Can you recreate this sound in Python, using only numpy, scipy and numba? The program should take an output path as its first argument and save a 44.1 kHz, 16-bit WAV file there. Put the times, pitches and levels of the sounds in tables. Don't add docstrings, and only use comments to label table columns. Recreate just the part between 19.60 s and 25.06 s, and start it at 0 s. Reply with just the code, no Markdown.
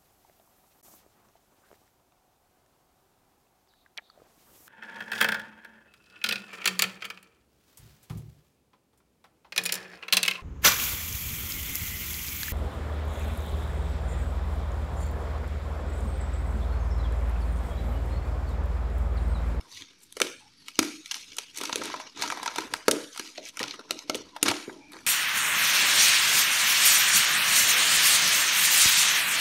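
import sys
import numpy as np
from scipy import signal
from scipy.io import wavfile
from scipy.ndimage import uniform_filter1d, map_coordinates
from numba import njit

SR = 44100
rng = np.random.default_rng(int(sys.argv[2]) if len(sys.argv) > 2 else 0)


def boost_factor(decibels):
    exponent = np.asarray(decibels, float) / 20
    return 10 ** exponent


def dump_mix(stems):
    frames = np.atleast_2d(stems).T
    limited = np.clip(frames, -1, 1)
    pcm = np.round(limited * 32767).astype(np.int16)
    wavfile.write(sys.argv[1], SR, pcm)


N = 240991

# (lowest f/Hz, highest f/Hz, ring/cycles, snap trim/dB, rustle rate/buckles per s)
FILM = [
    (2152, 6840, 1.93, -0.5, 4500),
    (831, 2420, 2.64, -1, 1500),
    (7800, 11800, 0.84, 8.5, 6100),
    (241.8, 517, 2.34, -1.5, 500),
]
# (t/s, thump level/dB, pitch f/Hz, slow push of air relative level/dB)
THUMPS = [(0.567, -29, 440, -41), (0.611, -14.5, 450, -56), (1.189, -8, 318, -21), (1.719, -43.5, 388, -25),
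          (1.783, -40, 452, -28), (1.984, -39, 343, -36), (2.012, -27, 436, -46), (2.128, -30.5, 296, -45),
          (2.156, -24, 370, -36), (2.196, -33, 465, -21), (2.212, -25.5, 505, -58), (2.34, -38, 430, -50),
          (2.58, -48, 440, -35), (2.874, -40, 304, -89), (2.983, -21.5, 452, -40), (3.125, -32, 380, -34),
          (3.2805, 0, 455, -24), (3.365, -28, 357, -44), (3.596, -31, 374, -31), (3.78, -28, 617, -64),
          (3.889, -48.5, 300, -28), (4.006, -25, 446, -15), (4.19, -35, 450, -22), (4.306, -25.5, 465, -47),
          (4.495, -18, 502, -32), (4.547, -31, 447, -18), (4.827, -14.5, 342, -22), (4.884, -16, 303, -6),
          (5.078, -26, 320, -22), (5.36, -39.5, 500, -7.5)]


def creases():
    # (t/s, crack level/dB, fold and sizzle relative level/dB, spread/ms)
    cracks = [(0.5681, -26.5, -6, -12, 3.6), (0.601, -18.5, 0.5, -8, 1.78),
              (0.6166, -3, -10.5, -11.5, 1.22), (1.083, -23.5, -14, -12.5, 1.9),
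              (1.1906, -2, -9.5, -8, 1.95), (1.2272, -18, -4.5, -9.5, 4.2), (1.784, -14, -11, -14, 2.51),
              (2.0351, -26, 1, -5, 4.1), (2.127, -17.5, -6, -19, 2.8), (2.2164, -29.5, 8, -27, 4.5),
              (2.2549, -27, -9, -6.5, 2.2), (2.7013, -23, 4, -7, 1.8), (2.8767, -19, -1.5, -37, 2.86),
              (3.1372, -13, -2, -11, 2.13), (3.2815, -6, 2.5, -9.5, 3.4), (3.5757, -26, -4.5, -3, 1.53),
              (3.971, -24, -6.5, -12, 1.5), (4.0383, -17.5, -5.5, -38, 0.92),
              (4.3083, -9, -16, -14.5, 1.05), (4.4966, -12.5, -7, -17.5, 2.1),
              (4.8285, -5.5, -10, -3, 2.04), (4.8824, -12, -1.5, -7.5, 4.94), (5.319, -33, -10.5, -10, 5),
              (5.3663, -32, -4.5, -20, 1.7)]
    # (t/s, crack level/dB, sizzle relative level/dB, spread/ms)
    ticks = [(0.1493, -40, -9, 1.7), (0.221, -25.5, -25, 2.13), (0.432, -53, 8, 3.3),
             (0.5127, -58, -7, 3.6), (0.525, -28, -9.5, 0.6), (1.1556, -29, -23, 1.5),
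             (1.4595, -25, -20.5, 0.6), (1.511, -15.5, -18, 5.3), (1.5426, -20, -19, 1.12),
             (1.7185, -30.5, -24, 4.1), (1.961, -35, -6, 5.9), (1.9731, -25.5, -5, 2.8),
             (1.9842, -27.5, -0.5, 2.5), (2.158, -11, -8, 0.6), (2.236, -29.5, -6, 3.7),
             (2.7154, -24, -21, 1.1), (3.3114, -8, -2, 3.17), (3.674, -32, -13, 3.8),
             (3.7576, -35, -29, 1.7), (3.78, -23.5, -42, 1.1), (3.853, -32, -12, 2.5),
             (3.8881, -34.5, -5.5, 2.04), (3.9926, -20, -15, 2), (4.0297, -14, -20.5, 1.46),
             (4.0787, -24.5, -19, 3.5), (4.1091, -19.5, -28, 1.44), (4.3899, -23, -21, 1.52),
             (4.546, -13.5, -19, 1.1), (4.965, -25.5, -30, 3.3), (5.3329, -27.5, -17.5, 2.5)]
    # (t/s, crack level/dB, fold relative level/dB, pitch f/Hz)
    pops = [(0.0091, -36.5, -14, 1260), (0.1706, -32.5, -22, 1920), (1.56, -42.5, 5, 1040),
            (1.767, -35.5, -7, 1247), (2.0118, -22, -8, 1130), (2.053, -20.5, -11, 2160),
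            (2.0942, -26, 3, 900), (2.2993, -30.5, 4.5, 1077), (2.3402, -33.5, 12.5, 980),
            (2.3621, -33.5, -3, 910), (2.3991, -30.5, 4.5, 1043), (1.5164, -18.5, -15.5, 2050),
            (2.6211, -16, -4.5, 1980), (2.6348, -24.5, 3.5, 950), (2.6767, -24, -10, 1150),
            (2.7215, -24.5, 7, 980), (2.772, -30.5, 6, 947), (2.7973, -43, 15, 1020),
            (2.8292, -22.5, -3, 960), (2.8593, -20, 1, 954), (2.9589, -21, -5, 890), (2.9831, -19, 2, 924),
            (3.0053, -27, -19, 1170), (3.5605, -31, -2, 1950), (3.5951, -18.5, -7.5, 1726),
            (4.0005, -25.5, 2.5, 1880), (4.193, -33, -0.5, 1396), (4.5505, -24, -8.5, 903),
            (4.7632, -28, 2.5, 886), (4.913, -12.5, -1.5, 898)]
    crack_hz, tick_hz = 1395, 2000
    tick_fold_db, pop_sizzle_db, pop_ms = -19.5, -13, 3.1
    rows = [(s, db, fold, sizzle, crack_hz, ms) for s, db, fold, sizzle, ms in cracks]
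    rows += [(s, db, tick_fold_db, sizzle, tick_hz, ms) for s, db, sizzle, ms in ticks]
    rows += [(s, db, fold, pop_sizzle_db, hz, pop_ms) for s, db, fold, hz in pops]
    return rows


def specks():
    # (t/s, crack level/dB, fold and sizzle relative level/dB, fold pitch f/Hz)
    small = [(0.115, -40, -13, -12, 1310), (0.392, -58, -15, 6, 1500), (0.4044, -54, -15, 2, 1540),
             (0.422, -62, -15, 10, 1500), (0.4663, -54, -20, 6, 1640), (0.8044, -62, -10, 10, 1090),
             (1.478, -37, -20, -12, 2190), (1.5524, -40, -15, 0, 1310), (1.7675, -31, -25, -3, 1340),
             (1.7964, -34, -16, -14, 2140), (2.0044, -38, 4, -12, 1010), (2.1444, -33, -6, -18, 1420),
             (2.3174, -33, -2, -25, 1500), (2.614, -26, -12, -10, 1900), (3.5483, -33, -7, -12, 1320),
             (3.7124, -39, -13, -21, 1300), (3.7764, -28, -15, -25, 861), (3.8282, -34, -23, -23, 1330),
             (4.0054, -27, -6, -24, 2200), (4.0094, -27, -3, -23, 880), (4.0134, -25, 0, -27, 1200),
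             (4.0174, -29, -3, -25, 845), (4.144, -35, -6, -27, 1320), (4.2094, -46, 9, -20, 1500),
             (4.2954, -48, 11, -20, 1320), (4.555, -25, -20, -5, 2000), (4.8594, -24, 2, -13, 1770),
             (4.9034, -22, -4, -15, 907), (5.2839, -47, -10, -8, 886), (5.3604, -40, -2, -10, 1340),
             (4.4985, -26, 6, -20, 2100)]
    spread_ms = 1.4
    return [(*row, spread_ms) for row in small]


def snaps(rows, count=20, size=2048):
    out = np.zeros(N)
    impulse = 1.0 * (np.arange(256) == 8)
    click = between(impulse, 1800, 12000)
    chance = rng.random((len(rows), 3, 6, count))
    golden_steps = np.arange(count) * (5 ** .5 - 1) / 2
    chance[:, :, 0] = (chance[:, :, 0, :1] + golden_steps) % 1
    for (s, crack_db, fold_db, sizzle_db, fold_hz, ms), parts in zip(rows, chance):
        add(out, s, click, crack_db - 6 - 3 * ms)
        for db, part, (lo_hz, hi_hz, cycles, trim_db, _) in zip([0, fold_db, sizzle_db], parts, FILM):
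            delay_ms = -np.log(part[4] * part[5] ** .35) * ms * .55
            start = np.minimum(delay_ms, 25) * SR / 1000
            start[:2] = 8
            burst = buckles(size, start, part, lo_hz, hi_hz, cycles)
            add(out, s, burst, crack_db + db + trim_db)
        start = parts[1, 4, :3] * 0.001865 * SR
        ring = buckles(size, start, parts[2, 1:, 3:6], 0.951 * fold_hz, 1.054 * fold_hz, 3.9)
        add(out, s, ring, crack_db + fold_db - 1.5)
    return out


def buckles(size, start, chance, lo_hz, hi_hz, cycles):
    hz = lo_hz * (hi_hz / lo_hz) ** chance[0]
    scatter_db = 3 * np.minimum(-np.log(1 - chance[2]), 3.2)
    gain = boost_factor(scatter_db) * np.sign(chance[3] - .5)
    rings = grains(size, start.astype(np.int64), hz, cycles * (.5 + chance[1]), gain)
    return between(rings, 0.5 * lo_hz, 1.1 * hi_hz)


@njit
def grains(size, start, hz, cycles, gain):
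    out = np.zeros(size)
    for k in range(len(start)):
        turn = np.exp((2j * np.pi - 1 / cycles[k]) * hz[k] / SR)
        z = gain[k] + 0j
        end = min(size, start[k] + int(6 * cycles[k] * SR / hz[k]))
        for i in range(start[k], end):
            z *= turn
            out[i] += z.imag
    return out


def between(x, lo_hz, hi_hz):
    edges = [lo_hz, min(hi_hz, .45 * SR)]
    return signal.sosfilt(signal.butter(2, edges, "band", fs=SR, output="sos"), x)


def add(out, s, burst, db):
    at = int(s * SR)
    out[at:at + len(burst)] += (burst * boost_factor(db) / np.abs(burst).max())[:N - at]


def rustle():
    # (t/s, rustle level/dB, extra level of the wide parts/dB)
    pull = [(0.0, -63.5, 6.5), (0.14, -43, -13.5), (0.36, -60, -6.5), (0.92, -59, -8), (1.3, -54.5, -20),
            (1.63, -52, -8), (1.9, -52, -12), (2.05, -51, -1.5), (2.3, -44, -1.5), (2.5, -48, -13.5),
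            (2.7, -46.5, 0.5), (3.05, -47.5, 0), (3.4, -50.5, -20), (3.7, -46, -10), (4.4, -63, 1),
            (4.95, -53, -6.5), (5.24, -60, -3), (5.46, -55, -5)]
    # (t/s, extra sizzle level/dB)
    slide = [(0.0, 6), (0.3, -2), (0.42, 7.5), (0.8, 2.5), (1.6, 4), (1.85, 2), (1.97, 2.5), (2.26, -0.5),
             (2.42, -2.5), (3.05, 2.5), (3.45, 0), (3.87, 2.5), (4.1, 3.5), (4.6, 1), (5.22, -3),
             (5.4, 2.5)]
    # (t/s, length/s, level/dB, extra level of the wide parts/dB)
    rips = [(0.12, 0.015, -51, -1), (0.41, 0.04, -57.5, -12), (0.788, 0.043, -69.5, 6.5),
            (2.231, 0.064, -47.5, -3), (3.852, 0.051, -45, -25), (1.94, 0.18, -49, -12.5),
            (1.554, 0.022, -50, 0), (2.587, 0.089, -42.5, 0), (4.853, 0.0604, -26, 3.5),
            (5.094, 0.008, -49, 19.5), (5.317, 0.046, -54, 1), (2.56, 0.04, -52.5, -0.5),
            (2.4, 0.078, -57, -5), (4.135, 0.022, -54, 5.5), (1.075, 0.087, -54, -16.5),
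            (4.4, 0.041, -55, -12), (1.0, 0.1, -58, -10), (4.0, 0.024, -46, 2), (1.46, 0.04, -54, -30),
            (3.59, 0.05, -56, -8), (2.6, 0.045, -46, -6), (4.68, 0.05, -62, -15)]
    # (t/s, fade/s, level/dB, extra level of the wide parts/dB)
    creeps = [(1.546, 0.14, -43, -24), (1.8, 0.06, -55, -20), (0.63, 0.08, -49, -22),
              (4.56, 0.09, -50, -28), (4.32, 0.08, -56, -25), (5.37, 0.12, -53, -3), (4.92, 0.06, -46, -8),
              (0.17, 0.09, -50, -15), (1.235, 0.07, -47, -15), (5.115, 0.05, -53, -2),
              (3.32, 0.04, -46, -20)]
    t = np.arange(N) / SR
    s, pull_db, wide_db = np.transpose(pull)
    pull_db, wide_db = np.interp(t, s, pull_db), np.interp(t, s, wide_db)
    steps = np.repeat(rng.standard_normal(N // 256 + 1), 256)
    flurry = boost_factor(2.38 * uniform_filter1d(steps, 128)[:N])
    swells = [np.clip(np.minimum(t - at, at + long - t) / 0.0082, 0, 1) for at, long, *_ in rips]
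    for at, fade, *_ in creeps:
        rise = np.clip((t - at) / 0.006, 0, 1)
        swells.append(rise * np.exp(-np.abs(t - at) / fade))
    moves = list(rips) + list(creeps)
    out = np.zeros(N)
    for k, (lo_hz, hi_hz, cycles, _, rate) in enumerate(FILM):
        chance = rng.random((50000, 5)).T
        start = np.cumsum(-np.log(1 - chance[4])) * SR / rate
        rain = flurry * buckles(N, start, chance, lo_hz, hi_hz, cycles)
        surge = sum(follow(k, *move[2:]) * swell for move, swell in zip(moves, swells))
        gain = follow(k, pull_db, wide_db) + surge + settling(k)
        if k == 2:
            gain = gain * boost_factor(np.interp(t, *np.transpose(slide)))
        out += rain / rain.std() * gain
    return out


def follow(part, db, wide_db):
    # (offset/dB, share of the level swing, share of the extra dB)
    shares = [
        (-1.6, 1.014, 0.13),
        (1, 0.8, 1.19),
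        (-11, 0.9, 0.24),
        (-1, 0.69, 0.92),
    ]
    usual_db = -50
    offset_db, swing, share = shares[part]
    return boost_factor(usual_db + offset_db + swing * (db - usual_db) + share * wide_db)


def settling(part):
    # (level under the blow/dB, fade/s)
    rest = [
        (-40, 0.095),
        (-34.5, 0.06),
        (-32, 0.047),
        (-25.5, 0.044),
    ]
    if part == 3:
        blows = [(s, db) for s, db, *_ in THUMPS]
    else:
        blows = [(s, db + [0, *rel][part]) for s, db, *rel in creases()]
    s, db = np.transpose(blows)
    under_db, fade_s = rest[part]
    kick = np.zeros(N)
    kick[(s * SR).astype(int)] = boost_factor(db + under_db)
    fading = signal.lfilter([1], [1, -np.exp(-1 / (fade_s * SR))], kick)
    return np.roll(uniform_filter1d(fading, size=256), shift=256)


def thumps(rows, count=5, size=4096):
    out = np.zeros(N)
    chance = rng.random((len(rows), 5, count))
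    chance[:, 0] = (np.arange(count) + chance[:, 0]) / count
    for (s, db, hz, air_db), part in zip(rows, chance):
        swing = buckles(size, part[4] * 0.0016 * SR, part, 0.784 * hz, 1.3 * hz, 1.32)
        puff = buckles(size, part[4] * 0.014 * SR, part, 101, 219, 2.4)
        add(out, s, swing, db + 1.0)
        add(out, s, puff, db + air_db - 4.5)
    return out


def panel_knocks():
    # (t/s, level/dB, pitch f/Hz, push of air relative level/dB)
    knocks = [
        (0.617, -22, 330, -30),
        (3.782, -28, 600, -40),
        (4.012, -29, 650, -30),
        (4.308, -25, 530, -40),
        (4.497, -22, 560, -40),
        (4.548, -24, 480, -40),
    ]
    return thumps(knocks)


def room():
    # (f/Hz, time to fall 60 dB t/s, level/dB)
    tail = [(162, 0.27, -39.5), (290, 0.35, -30), (556, 0.41, -29.5), (1390, 0.5, -34), (2100, 0.69, -30.5),
            (5200, 0.98, -31.5), (8800, 0.93, -31)]
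    # (f/Hz, level/dB, time to fall 60 dB t/s)
    boom = [(264.5, -42.5, 0.75), (296, -15, 0.41), (328.7, -11, 0.31), (408.3, -39.5, 0.2),
            (452, -9, 0.14), (532, 20, 0.025), (632.5, -6.5, 0.2)]
    # (t/ms, level/dB)
    echoes = [
        (1.4, -23.5),
        (3.1, -12),
        (9.8, -18.5),
        (13.2, -51),
    ]
    t = np.arange(SR // 2) / SR
    response = np.zeros(len(t))
    for hz, t60, db in tail:
        hiss = band(band(rng.standard_normal(len(t)), hz, 1.23 * hz), hz, 1.23 * hz)
        response += boost_factor(-4.5 + db - 60 * t / t60) * hiss * np.sqrt(SR / hz) / 20
    for hz, db, t60 in boom:
        response += boost_factor(-43 + db - 60 * t / t60) * np.sin(2 * np.pi * hz * t)
    response *= np.clip(t / 0.017, 0, 1)
    response[0] = 1
    for ms, db in echoes:
        response[int(ms * SR / 1000)] += boost_factor(db)
    return response


def band(x, hz, width):
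    return signal.lfilter(*signal.iirpeak(hz, hz / width, fs=SR), x)


def hush():
    # (f/Hz, level per Hz/dB)
    colour = [(20, 12), (285, 9.5), (738, -42), (1150, -1), (2200, 0.5), (5530, 1), (10800, -47),
              (16000, -62)]
    level_db, patchy_db, patch_s, patch_hz = -54, 4.8, .13, 330
    hz, s, cells = signal.stft(rng.standard_normal(N), SR, nperseg=1024)
    grid = np.meshgrid(hz / patch_hz, s / patch_s, indexing="ij")
    patch = map_coordinates(rng.standard_normal((120, 120)), grid, order=1, mode="wrap")
    colour_hz, colour_db = np.transpose(colour)
    colour_db = np.interp(np.log(hz + 1), np.log(colour_hz), colour_db)
    cells = cells * boost_factor(colour_db[:, None] + patchy_db * patch)
    air = signal.istft(cells, SR, nperseg=1024)[1][:N]
    return air / air.std() * boost_factor(level_db)


def scraps():
    # (t/s, length/s, f/Hz, level/dB)
    bits = [(0.0, .24, 1020, -61), (-.02, .07, 110, -56), (.13, .12, 100, -57), (.79, .12, 850, -58),
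            (.97, .1, 290, -60), (1.27, .155, 310, -49), (.66, .16, 280, -57), (5.16, .11, 860, -56),
            (5.2, .13, 2380, -52), (5.12, .16, 60, -66), (5.12, .2, 290, -53), (5.4, .08, 120, -61),
            (-0.1, 5.7, 275, -64), (-0.1, 5.7, 165, -69), (5.36, .12, 2300, -57), (.93, .12, 1850, -64),
            (4.72, .06, 1000, -54), (4.42, .08, 300, -58), (3.55, 1.25, 295, -59), (.05, .3, 270, -62),
            (5.1, .22, 620, -62), (.78, .2, 100, -64), (4.71, .1, 300, -53), (.96, .09, 11000, -66),
            (5.18, .15, 300, -51)]
    t = np.arange(N) / SR
    out = np.zeros(N)
    for s, long, hz, db in bits:
        width = 30 + hz / 15
        air = band(band(rng.standard_normal(N), hz, width), hz, width)
        swell = np.clip(np.minimum(t - s, s + long - t) / .02, 0, 1)
        out += boost_factor(db) * air / air.std() * swell
    return out


def scene():
    bag = snaps(creases()) + snaps(specks()) + rustle() + thumps(THUMPS) + panel_knocks()
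    air = hush() + scraps()
    return (signal.fftconvolve(bag, room())[:N] + air)[None]


def duck(x):
    grip_db, memory_s, strength = -20, 0.018, 0.5
    keep = np.exp(-1 / (memory_s * SR))
    power = signal.lfilter([1 - keep], [1, -keep], x ** 2)
    return x * (1 + power / boost_factor(2 * grip_db)) ** (-strength / 2)


def gate(x):
    over_floor_db, deepest_cut_db = 2.5, -9.0
    cells = signal.stft(x, SR, nperseg=1024)[2]
    power = uniform_filter1d(np.abs(cells) ** 2, size=7, axis=0)
    power = uniform_filter1d(power, size=3, axis=1) + 1e-18
    floor = np.percentile(power, 15, axis=1, keepdims=True) * boost_factor(2 * over_floor_db)
    gain = np.sqrt(np.clip(1 - floor / power, boost_factor(2 * deepest_cut_db), 1))
    return signal.istft(cells * gain, SR, nperseg=1024)[1][:N]


def band_limit(x):
    return signal.sosfilt(signal.butter(12, 16640, fs=SR, output="sos"), x)


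def record(dry):
    # (f/Hz, width/Hz, level/dB)
    port = [
        (5995, 1230, 2),
        (4220, 1330, -4),
    ]
    x = dry[0] + sum(boost_factor(db) * band(dry[0], hz, width) for hz, width, db in port)
    x = signal.sosfilt(signal.butter(2, 57, "high", fs=SR, output="sos"), x)
    x = gate(duck(x))
    x = signal.sosfilt(signal.ellip(6, .3, 28, 15600, fs=SR, output="sos"), x)[None]
    bent = x - 0.035 * x ** 2
    mix = -0.0003 + 0.9 * np.tanh(bent / 1.27)
    return band_limit(mix)


dry = scene()
out = record(dry)
dump_mix(out)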